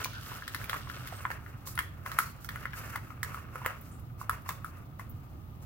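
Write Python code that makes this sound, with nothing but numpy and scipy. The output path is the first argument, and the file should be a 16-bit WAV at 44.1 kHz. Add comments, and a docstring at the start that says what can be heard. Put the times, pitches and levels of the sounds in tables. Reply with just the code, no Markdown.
"""A quiet kitchen, two microphones close to a pie in a foil tin, the tin a little to the left.
A metal server works under a slice: dents in the foil flip with a pop, and tiny slips of the blade
crinkle the foil, hiss on the crust and break crumbs. The blade sings on the rim, the tin bumps a rack.
The kitchen answers with a short tail, and an appliance rumbles low in the background."""
import sys
import numpy as np
from scipy import signal
from scipy.io import wavfile
from scipy.ndimage import uniform_filter1d

SR = 44100
rng = np.random.default_rng(int(sys.argv[2]) if len(sys.argv) > 2 else 0)


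def inscribe(sig):
    """Save sig as 16-bit PCM at rate SR to the path in sys.argv[1].

    A 1-D sig is mono; a 2-D sig holds one channel per row.
    Samples are clipped to [-1, 1] before scaling.
    """
    pcm = np.round(np.clip(np.atleast_2d(sig).T, -1, 1) * 32767)
    wavfile.write(sys.argv[1], SR, pcm.astype(np.int16))


N = 249515
LEAD_SAMPLES = 4  # the left microphone hears the tin first
SHADE_DB = -2  # the camera body shades the left microphone from hiss and snaps


def gain_of(db):
    """Decibels to gain."""
    return 10 ** (np.asarray(db) / 20)


def unit_rms(x):
    """Scales to rms 1."""
    return x / np.sqrt(np.mean(x ** 2) + 1e-20)


def curve_at(points, hz):
    """Reads a table on a log-frequency axis."""
    f, value = np.transpose(points)
    return np.interp(np.log(hz + 1), np.log(f + 1), value)


def colour(x, spectrum, modes=()):
    """Minimum-phase filter of unit energy: a spectrum with resonance peaks on it."""
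    hz = abs(np.fft.fftfreq(4096, 1 / SR))
    db = curve_at(spectrum, hz) + sum(top / (1 + (2 * (hz - f) / width) ** 2) for f, width, top in modes)
    log_gain = np.log(gain_of(np.maximum(db, -100)))
    taps = np.fft.ifft(np.exp(log_gain - 1j * signal.hilbert(log_gain).imag)).real[:2048]
    taps = taps.reshape((1,) * (x.ndim - 1) + (-1,)) / np.linalg.norm(taps)
    return signal.oaconvolve(x, taps, axes=-1)[..., :x.shape[-1]]


def slow_noise(shape, samples):
    """Noise smoothed twice over so many samples."""
    return uniform_filter1d(uniform_filter1d(rng.standard_normal(shape), samples), samples)


def add(mix, start_s, sound):
    """Mixes a sound in; a mono one reaches both microphones alike."""
    sound = np.atleast_2d(sound)
    part = mix[:, round(start_s * SR):][:, :sound.shape[1]]
    part += sound[:, :part.shape[1]]


# The kitchen at rest. Each row: frequency in Hz, relative level in dB.
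ROOM_SPECTRUM = [(8.8, -39), (15, -41.5), (36, -18), (74, -2), (195, -15.5), (276, -18), (310, -19.5),
                 (453, -28.5), (494, -28.5), (787, -26.5), (1120, -33), (1210, -21), (1320, -31),
                 (1490, -38), (3790, -47.5), (7850, -68), (15800, -41.5)]
# How alike the microphones hear it. Each row: frequency in Hz, correlation.
ROOM_LIKENESS = [(60, 1), (180, 0.82), (550, 0.51), (1650, -0.72), (4970, 0.11), (15000, 0.026)]
# Which way it leans. Each row: frequency in Hz, left over right in dB.
ROOM_BALANCE = [(60, -2.0), (240, -4), (950, 4), (3770, 3.0), (15000, 4)]


def room_tone(level_db=-45, motor_hz=117, motor_width_hz=26, motor_db=10):
    """Rumble and faint hiss, nearly mono in the bass; an appliance's motor raises one narrow band."""
    frames, hz = N // 512 + 5, np.fft.rfftfreq(2048, 1 / SR)
    a, b, c, d, flicker = rng.standard_normal((frames, 1025, 5)).T
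    flicker_db = 1.08 * unit_rms(uniform_filter1d(uniform_filter1d(flicker, 12, 0), 8, 1))
    likeness = np.clip(curve_at(ROOM_LIKENESS, hz), -1, 1)[:, None]
    left = a + 1j * b
    right = likeness * left + np.sqrt(1 - likeness ** 2) * (c + 1j * d)
    side_db = np.array([.5, -.5])[:, None, None] * curve_at(ROOM_BALANCE, hz)[:, None]
    hum_db = motor_db / (1 + (2 * (hz - motor_hz) / motor_width_hz) ** 2)
    band_db = (curve_at(ROOM_SPECTRUM, hz) + hum_db)[:, None]
    spectra = np.array([left, right]) * gain_of(band_db + side_db + flicker_db)
    return gain_of(level_db) * unit_rms(signal.istft(spectra, nperseg=2048, noverlap=1536)[1][:, :N])


# The kitchen's tail. Each row: frequency in Hz, seconds to fall 60 dB.
TAIL_DECAY = [(500, 0.41), (1500, 0.32), (4000, 0.49), (12000, 0.24)]
# Counter, plate and wall, close by. Each row: delay in seconds, level in dB.
NEAR_ECHOES = [(.003, -13), (.008, -11.5), (0.0156, -13.5), (.023, -26)]


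def kitchen_reverb(x):
    """A few near echoes, and sparse reflections of random sign, each band dying at its own speed."""
    taps = np.zeros((2, SR // 2))
    arrivals = np.arange(400, SR // 2 - 20, 20) + rng.integers(0, 20, (2, (SR // 2 - 401) // 20))
    np.put_along_axis(taps, arrivals, rng.choice([-1., 1.], arrivals.shape), 1)
    hz, t, spectra = signal.stft(taps, SR, nperseg=256)
    decay = gain_of(-60 * t / curve_at(TAIL_DECAY, hz)[:, None])
    tail = signal.istft(spectra * decay, SR, nperseg=256)[1]
    tail *= gain_of(-11) / np.linalg.norm(tail[0])
    for delay_s, db in NEAR_ECHOES:
        delays = np.round(delay_s * SR * rng.uniform(.95, 1.05, 2)).astype(int)
        tail[[0, 1], delays] += gain_of(db)
    return signal.fftconvolve(x, tail, axes=1)[:, :N]


# The wire rack under the tin. Each row: start in seconds, level in dB.
RACK_BUMPS = [(0.056, -38), (0.317, -43), (0.614, -41), (0.695, -36), (1.124, -35.5), (1.303, -39),
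              (1.672, -46), (2.653, -41), (2.956, -46), (3.555, -34), (3.661, -26.5), (4.294, -39)]


def rack_bump(db, hz=520, t60=.022):
    """The tin bumps the rack: a short low thump."""
    t = np.arange(2000) / SR
    return np.sin(2 * np.pi * hz * t) * gain_of(db - 60 * t / t60) * (1 - np.exp(-t / .00063))


# The server's steel modes. Each row: pitch in Hz, relative level in dB, seconds to fall 60 dB.
STEEL_MODES = [(6130, 4, 0.036), (9300, -7, .05), (12100, -14, .04), (14600, -15, 0.037)]


def server_clink(level_db):
    """A ring taps the server once and its modes die away."""
    t = np.arange(3000) / SR
    modes = sum(gain_of(db - 60 * t / t60) * np.sin(2 * np.pi * hz * t) for hz, db, t60 in STEEL_MODES)
    return gain_of(level_db) * modes


# At the rim of the tin. Each row: start and end in seconds, pitch in Hz, level in dB.
RIM_SQUEAKS = [(.135, 0.201, 1492, -47), (.7, 0.794, 12500, -71.5), (0.722, 1.102, 8300, -72),
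               (1.097, 1.26, 8180, -61.5), (2.197, 2.323, 4370, -64)]


def rim_squeak(start_s, end_s, hz, db):
    """The blade sings on the rim, thin and wavering: slow noise carried on one pitch."""
    t = np.arange(start_s, end_s, 1 / SR)
    a, b = slow_noise((2, 2, len(t)), 180)
    tone = a * np.cos(2 * np.pi * hz * t) + b * np.sin(2 * np.pi * hz * t)
    return gain_of(db) * unit_rms(tone) * signal.windows.tukey(len(t), .4)


# The crust up close. Each row: start in seconds, centre in Hz, level in dB, seconds to fall 60 dB.
CRUST_TICKS = [(3.811, 14000, -44, .05), (3.915, 7800, -60.5, 0.32), (3.996, 11800, -54, .04),
               (4.42, 12000, -54, .02), (4.782, 11000, -56.5, 0.033), (5.096, 15000, -43.5, .07)]


def crust_tick(hz, db, t60):
    """A flake of crust snaps: a dying puff of noise in one high band."""
    t = np.arange(5000) / SR
    band = [(.6 * hz, -40), (.9 * hz, -4), (1.22 * hz, -4), (1.8 * hz, -30)]
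    return colour(rng.standard_normal((2, len(t))), band) * gain_of(db - 60 * t / t60)


# The patch of foil under the blade. Each row: time in seconds, pitch in Hz.
PATCH_PITCH = [(0.0, 1500), (0.35, 1380), (0.49, 1830), (0.84, 1210), (1.01, 1440), (1.28, 1190),
               (1.32, 1600), (1.67, 1130), (1.83, 1560), (2.41, 1280), (2.49, 1920), (2.57, 1320),
               (2.65, 1950), (2.76, 1410), (2.91, 1700), (3.09, 1290), (5.61, 1160), (5.66, 1270)]


def patch_ring(x, width_hz=380):
    """A resonance that glides as the bending foil tightens and slackens."""
    hz = np.interp(np.arange(N) / SR, *np.transpose(PATCH_PITCH))
    carrier = np.exp(2j * np.pi * np.cumsum(hz) / SR)
    pole = np.exp(-np.pi * width_hz / SR)
    # shift down to 0 Hz, smooth, shift back
    return 2 * (carrier * signal.lfilter([1 - pole], [1, -pole], x / carrier)).real


# The server's pushes. Each row: start, rise and hold in seconds, crinkle and hiss levels in dB.
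BLADE_STROKES = [(0.0, .002, .005, -41, -44), (0.11, .17, .09, -47, -49), (0.47, .06, .12, -49, -52),
                 (0.675, .02, .07, -44, -47), (0.88, .02, .38, -50, -55), (1.04, .03, .01, -48, -50),
                 (1.28, .03, .01, -43, -52), (1.44, .04, .02, -54, -60), (1.655, .015, .005, -51, -40),
                 (1.79, .02, .02, -55, -52), (2.045, .015, .12, -45.5, -50), (2.17, .02, .05, -46, -42),
                 (2.37, .075, .005, -60, -52), (2.495, .02, .12, -51, -56), (2.73, .05, .015, -45, -45),
                 (2.79, .05, .11, -46, -51), (2.96, .01, .14, -56, -61), (3.23, .02, .14, -48, -54),
                 (3.49, .065, .09, -50, -58), (3.64, .02, .02, -41, -51), (3.82, .04, .01, -58, -57),
                 (4.175, .035, .005, -50, -54), (4.3, .015, .02, -47, -52), (4.43, .03, .01, -53, -60),
                 (4.47, .02, .01, -46, -45), (4.645, .005, .03, -58, -57), (4.71, .03, .05, -56, -66),
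                 (4.985, .01, .01, -53, -57), (5.61, .015, .04, -64, -58)]


def stroke_level(rest_db, tops_db, fall_db_per_s):
    """Level in dB: each stroke rises, holds and falls; the loudest, or the resting blade, is heard."""
    t, level_db = np.arange(0, N, 32) / SR, rest_db[::32]
    for (start, rise, hold, *_), top_db in zip(BLADE_STROKES, tops_db):
        rise_db = np.where(t < start, -200, -16 * np.clip(1 - (t - start) / (rise + 1e-4), 0, 1))
        fall_db = fall_db_per_s * np.maximum(t - start - rise - hold, 0)
        level_db = np.maximum(level_db, top_db + rise_db - fall_db)
    return np.interp(np.arange(N) / SR, t, level_db)


def slips(per_s, spread_db):
    """Tiny slips of the blade: random clicks of random sign, a few of them large."""
    size = gain_of(spread_db * np.minimum(rng.exponential(1, N), 4)) * rng.choice([-1., 1.], N)
    return size * (rng.random(N) < per_s / SR)


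# The blade resting on the pie, easing off. Each row: time in seconds, crinkle, hiss and crumbs in dB.
RESTING_BLADE = [(0.0, -54, -62, -50), (0.15, -54, -63, -55), (0.69, -53, -61, -57), (1.13, -55, -62, -55),
                 (1.39, -57, -64, -78), (1.6, -57, -67, -72), (1.95, -60, -68, -78), (2.49, -58, -65, -69),
                 (2.82, -58, -66, -61), (3.04, -60, -67, -77), (3.45, -57, -69, -74), (3.72, -56, -60, -70),
                 (4.15, -70, -73, -78), (4.7, -60, -65, -78), (4.95, -70, -73, -77), (5.2, -66, -69, -76),
                 (5.66, -72, -72, -75)]
# Foil, blade and crust at close range. Each row: frequency in Hz, relative level in dB.
CRINKLE_SPECTRUM = [(240, -59), (400, -10), (620, -9), (845, -12.5), (1050, -6), (1310, -2.5), (1420, -6.5),
                    (1950, -10), (2240, -13), (2700, -9), (3900, -39), (6000, -33), (7800, -63),
                    (13200, -120)]
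HISS_SPECTRUM = [(2650, -18.5), (4500, -3.5), (6890, -2.5), (9440, -6), (11800, -2), (13100, -2),
                 (14500, 2.5), (15800, -5.5)]
CRUMB_SPECTRUM = [(1800, -43), (2800, -1.5), (4000, -6), (5500, -8), (8000, -24)]
# The tin's resonances. Each row: centre and width in Hz, boost in dB.
TIN_MODES = [(987, 71, 0), (1310, 17, 0), (1466, 22, 5), (1690, 38, 1), (1798, 19, 6.5), (2180, 52, 8.5)]


def blade_scrape():
    """Sparse slips crinkle the foil and break crumbs; dense ones hiss on the crust."""
    def layer(level_db, spectrum, per_s, spread_db, apart, modes=(), left_db=0):
        """Both microphones hear one set of slips, and each its own, weighted by apart."""
        shared = slips(per_s, spread_db)
        pair = np.array([shared + apart * slips(per_s, spread_db) for _ in range(2)])
        pair = unit_rms(colour(pair, spectrum, modes))
        if modes:
            pair = unit_rms(pair + gain_of(-2) * patch_ring(pair))
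        catch_db = 1.6 * unit_rms(slow_noise(N, 500))  # the drag catches and lets go
        return gain_of(level_db + catch_db + np.array([[left_db], [0]])) * pair

    times, *resting = np.transpose(RESTING_BLADE)
    crinkle_rest, hiss_rest, crumb_db = (np.interp(np.arange(N) / SR, times, db) for db in resting)
    crinkle_tops, hiss_tops = np.transpose(BLADE_STROKES)[3:]
    crinkle_db = stroke_level(crinkle_rest, crinkle_tops, fall_db_per_s=140)
    hiss_db = stroke_level(hiss_rest, hiss_tops, fall_db_per_s=200)
    crinkle = layer(crinkle_db, CRINKLE_SPECTRUM, per_s=2600, spread_db=3.8, apart=.9, modes=TIN_MODES)
    hiss = layer(hiss_db, HISS_SPECTRUM, per_s=6000, spread_db=3.2, apart=1.4, left_db=SHADE_DB)
    crumbs = layer(crumb_db, CRUMB_SPECTRUM, per_s=800, spread_db=5, apart=1.2)
    return crinkle + hiss + crumbs


def creases(low_hz, high_hz, width_share, db, count):
    """Chance resonances of one creased patch of foil."""
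    centres = low_hz * (high_hz / low_hz) ** rng.random(count)
    return [(hz, width_share * hz, db) for hz in centres]


# A pop's midrange click and treble snap. Each row: frequency in Hz, relative level in dB.
CLICK_SPECTRUM = [(600, -34), (950, -1), (1300, 7), (2000, 4.5), (2500, -8.5), (3400, -13), (5000, -48),
                  (9000, -70)]
SNAP_SPECTRUM = [(1530, -44), (2600, -11), (3290, 1), (5920, -5.5), (6680, -8.5), (9820, -7), (10800, -1.5),
                 (13500, -6), (14900, 0), (15800, 5.5)]
# The foil, right by the microphones. Each row: start in seconds, dent strength in dB, pitch in Hz,
# click level in dB, snap level in dB, left over right in dB.
FOIL_POPS = [(0.044, -21, 2360, -46, -28.5, 0.5), (0.056, -25, 1016, -41, -57, 1),
             (0.132, -42, 1470, -56, -48, 2), (0.317, -33, 1000, -47.5, -58, 3),
             (0.422, -31, 1580, -43, -52, 2), (0.478, -28.5, 1835, -40, -35, 1.5),
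             (0.546, -24, 1746, -32, -33.5, 1), (0.614, -38, 1710, -42, -54, 0),
             (0.641, -29, 2310, -51, -42, -1), (0.695, -26, 1370, -35, -32.5, -1),
             (0.73, -23, 1146, -32, -57, -3), (0.742, -22, 1094, -38, -44, 5),
             (0.872, -30, 1130, -50.5, -60, 4), (0.898, -31, 1460, -41, -47.5, 6),
             (1.073, -46, 1480, -44, -42, 3), (1.124, -28, 700, -53, -57, -9),
             (1.252, -17, 1082, -31, -65, 0), (1.303, -27, 940, -36, -48, 0),
             (1.314, -25, 1806, -44, -43, -4), (1.462, -38, 1450, -49, -64, 2),
             (1.672, -33, 1060, -52, -43.5, 5), (1.753, -48, 1200, -66, -42, 5),
             (1.776, -24, 1410, -34, -44, 4), (1.789, -40, 1430, -26, -29, -1),
             (2.061, -24, 1090, -38.5, -44, 1), (2.116, -22, 1330, -37, -40, 1),
             (2.187, -3, 1310, -27, -23, 1), (2.199, -26, 1600, -48, -55, 0),
             (2.216, -28, 1500, -50, -58, 0), (2.445, -34, 1386, -50.5, -43, -8),
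             (2.489, -19, 1840, -35, -36.5, 0), (2.558, -40, 1520, -37, -48, -2),
             (2.654, -20, 2030, -33, -49, 2), (2.733, -34, 1664, -44, -53, 1),
             (2.738, -28, 1500, -41, -55, 1), (2.955, -28, 900, -42, -50, 2.5),
             (2.958, -22, 2000, -34, -37.5, 2.5), (3.104, -29, 1280, -49.5, -59, 4),
             (3.23, -38, 1100, -31.5, -29, -2), (3.344, -22, 1255, -43.5, -45.5, 0),
             (3.374, -31, 1100, -52, -57, -3), (3.556, -23, 1270, -44.5, -48.5, -0.5),
             (3.616, -30, 980, -57, -65, -1), (3.647, -28, 973, -42, -54, -2),
             (3.654, -27, 1150, -42, -54, -2), (3.661, -19, 1170, -25.5, -32, 0.5),
             (4.213, -25, 1084, -52, -57, -3), (4.2946, -9.5, 1305, -33, -31, 0),
             (4.461, -32, 1090, -57, -53, -1), (4.49, -17, 1070, -36, -30.5, 0.5),
             (4.645, -21, 1296, -50, -42, 2.5), (4.995, -26, 1116, -46, -49.5, 4),
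             (4.997, -42, 2050, -55, -60, 4)]


def foil_pop(start_s, dent_db, hz, click_db, snap_db, pan_db):
    """A dent flips: it rings a few cycles, clicks, rattles the foil and snaps in the treble."""
    t = np.arange(4000) / SR
    t60 = .012 - .0002 * dent_db  # weaker dents ring a little longer
    ring = np.sin(2 * np.pi * hz * t) * gain_of(dent_db - 60 * t / t60) * (1 - np.exp(-(t / .0009) ** 2))
    # thin foil radiates little bass
    ring = signal.sosfilt(signal.butter(2, .57 * hz, "high", fs=SR, output="sos"), ring)
    # the crease tears along its length for a millisecond or two
    tear = rng.standard_normal((3, len(t))) * t * np.exp(-t / .00055)
    kick = colour(tear[0] + .63 * tear[1:], CLICK_SPECTRUM)
    noise = rng.standard_normal((4, len(t)))
    rattle = colour(noise[:2], CLICK_SPECTRUM, TIN_MODES + creases(1000, 2300, .07, db=7, count=4))
    rattle *= gain_of(-5 - 60 * t / .078) * (1 - np.exp(-t / .0013))
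    click = (kick / np.std(kick[:, :300]) + rattle) * gain_of(click_db)
    body = (3800, 2600, 3.5 - 2.3 * start_s)  # the snaps thin out as the blade goes under the slice
    snap = colour(noise[2:], SNAP_SPECTRUM, creases(2940, 14900, .14, db=4, count=5) + [body])
    fade = (gain_of(-60 * t / .014) + .16 * gain_of(-60 * t / .063)) * (1 - np.exp(-(t / .0011) ** 2))
    fade /= np.sqrt(np.mean(fade[:400] ** 2))
    snap = snap + .12 * snap[::-1]  # each microphone hears a little of the other's snap
    snap *= fade * gain_of(snap_db + np.array([[SHADE_DB], [0]]))
    return (ring + click + snap) * gain_of([[pan_db / 2], [-pan_db / 2]])


def scene():
    """The tin's short sounds with their echoes, the dry scrape, and the room behind."""
    hits = np.zeros((2, N))
    for start_s, *dent in FOIL_POPS:
        add(hits, start_s, foil_pop(start_s, *dent))
    for start_s, db in RACK_BUMPS:
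        add(hits, start_s, rack_bump(db))
    for start_s, *squeak in RIM_SQUEAKS:
        add(hits, start_s, rim_squeak(start_s, *squeak))
    for start_s, *flake in CRUST_TICKS:
        add(hits, start_s, crust_tick(*flake))
    add(hits, .04, server_clink(level_db=-36))
    tin = hits + kitchen_reverb(hits) + blade_scrape()
    tin[1] = np.roll(tin[1], LEAD_SAMPLES)
    return tin + room_tone()


def record(dry):
    """Both microphone channels are cut off steeply above 16 kHz."""
    lowpass = signal.firwin(1023, 16000, window=("kaiser", 9), fs=SR)
    return signal.oaconvolve(dry, lowpass[None], "same")


dry = scene()
out = record(dry)
inscribe(out)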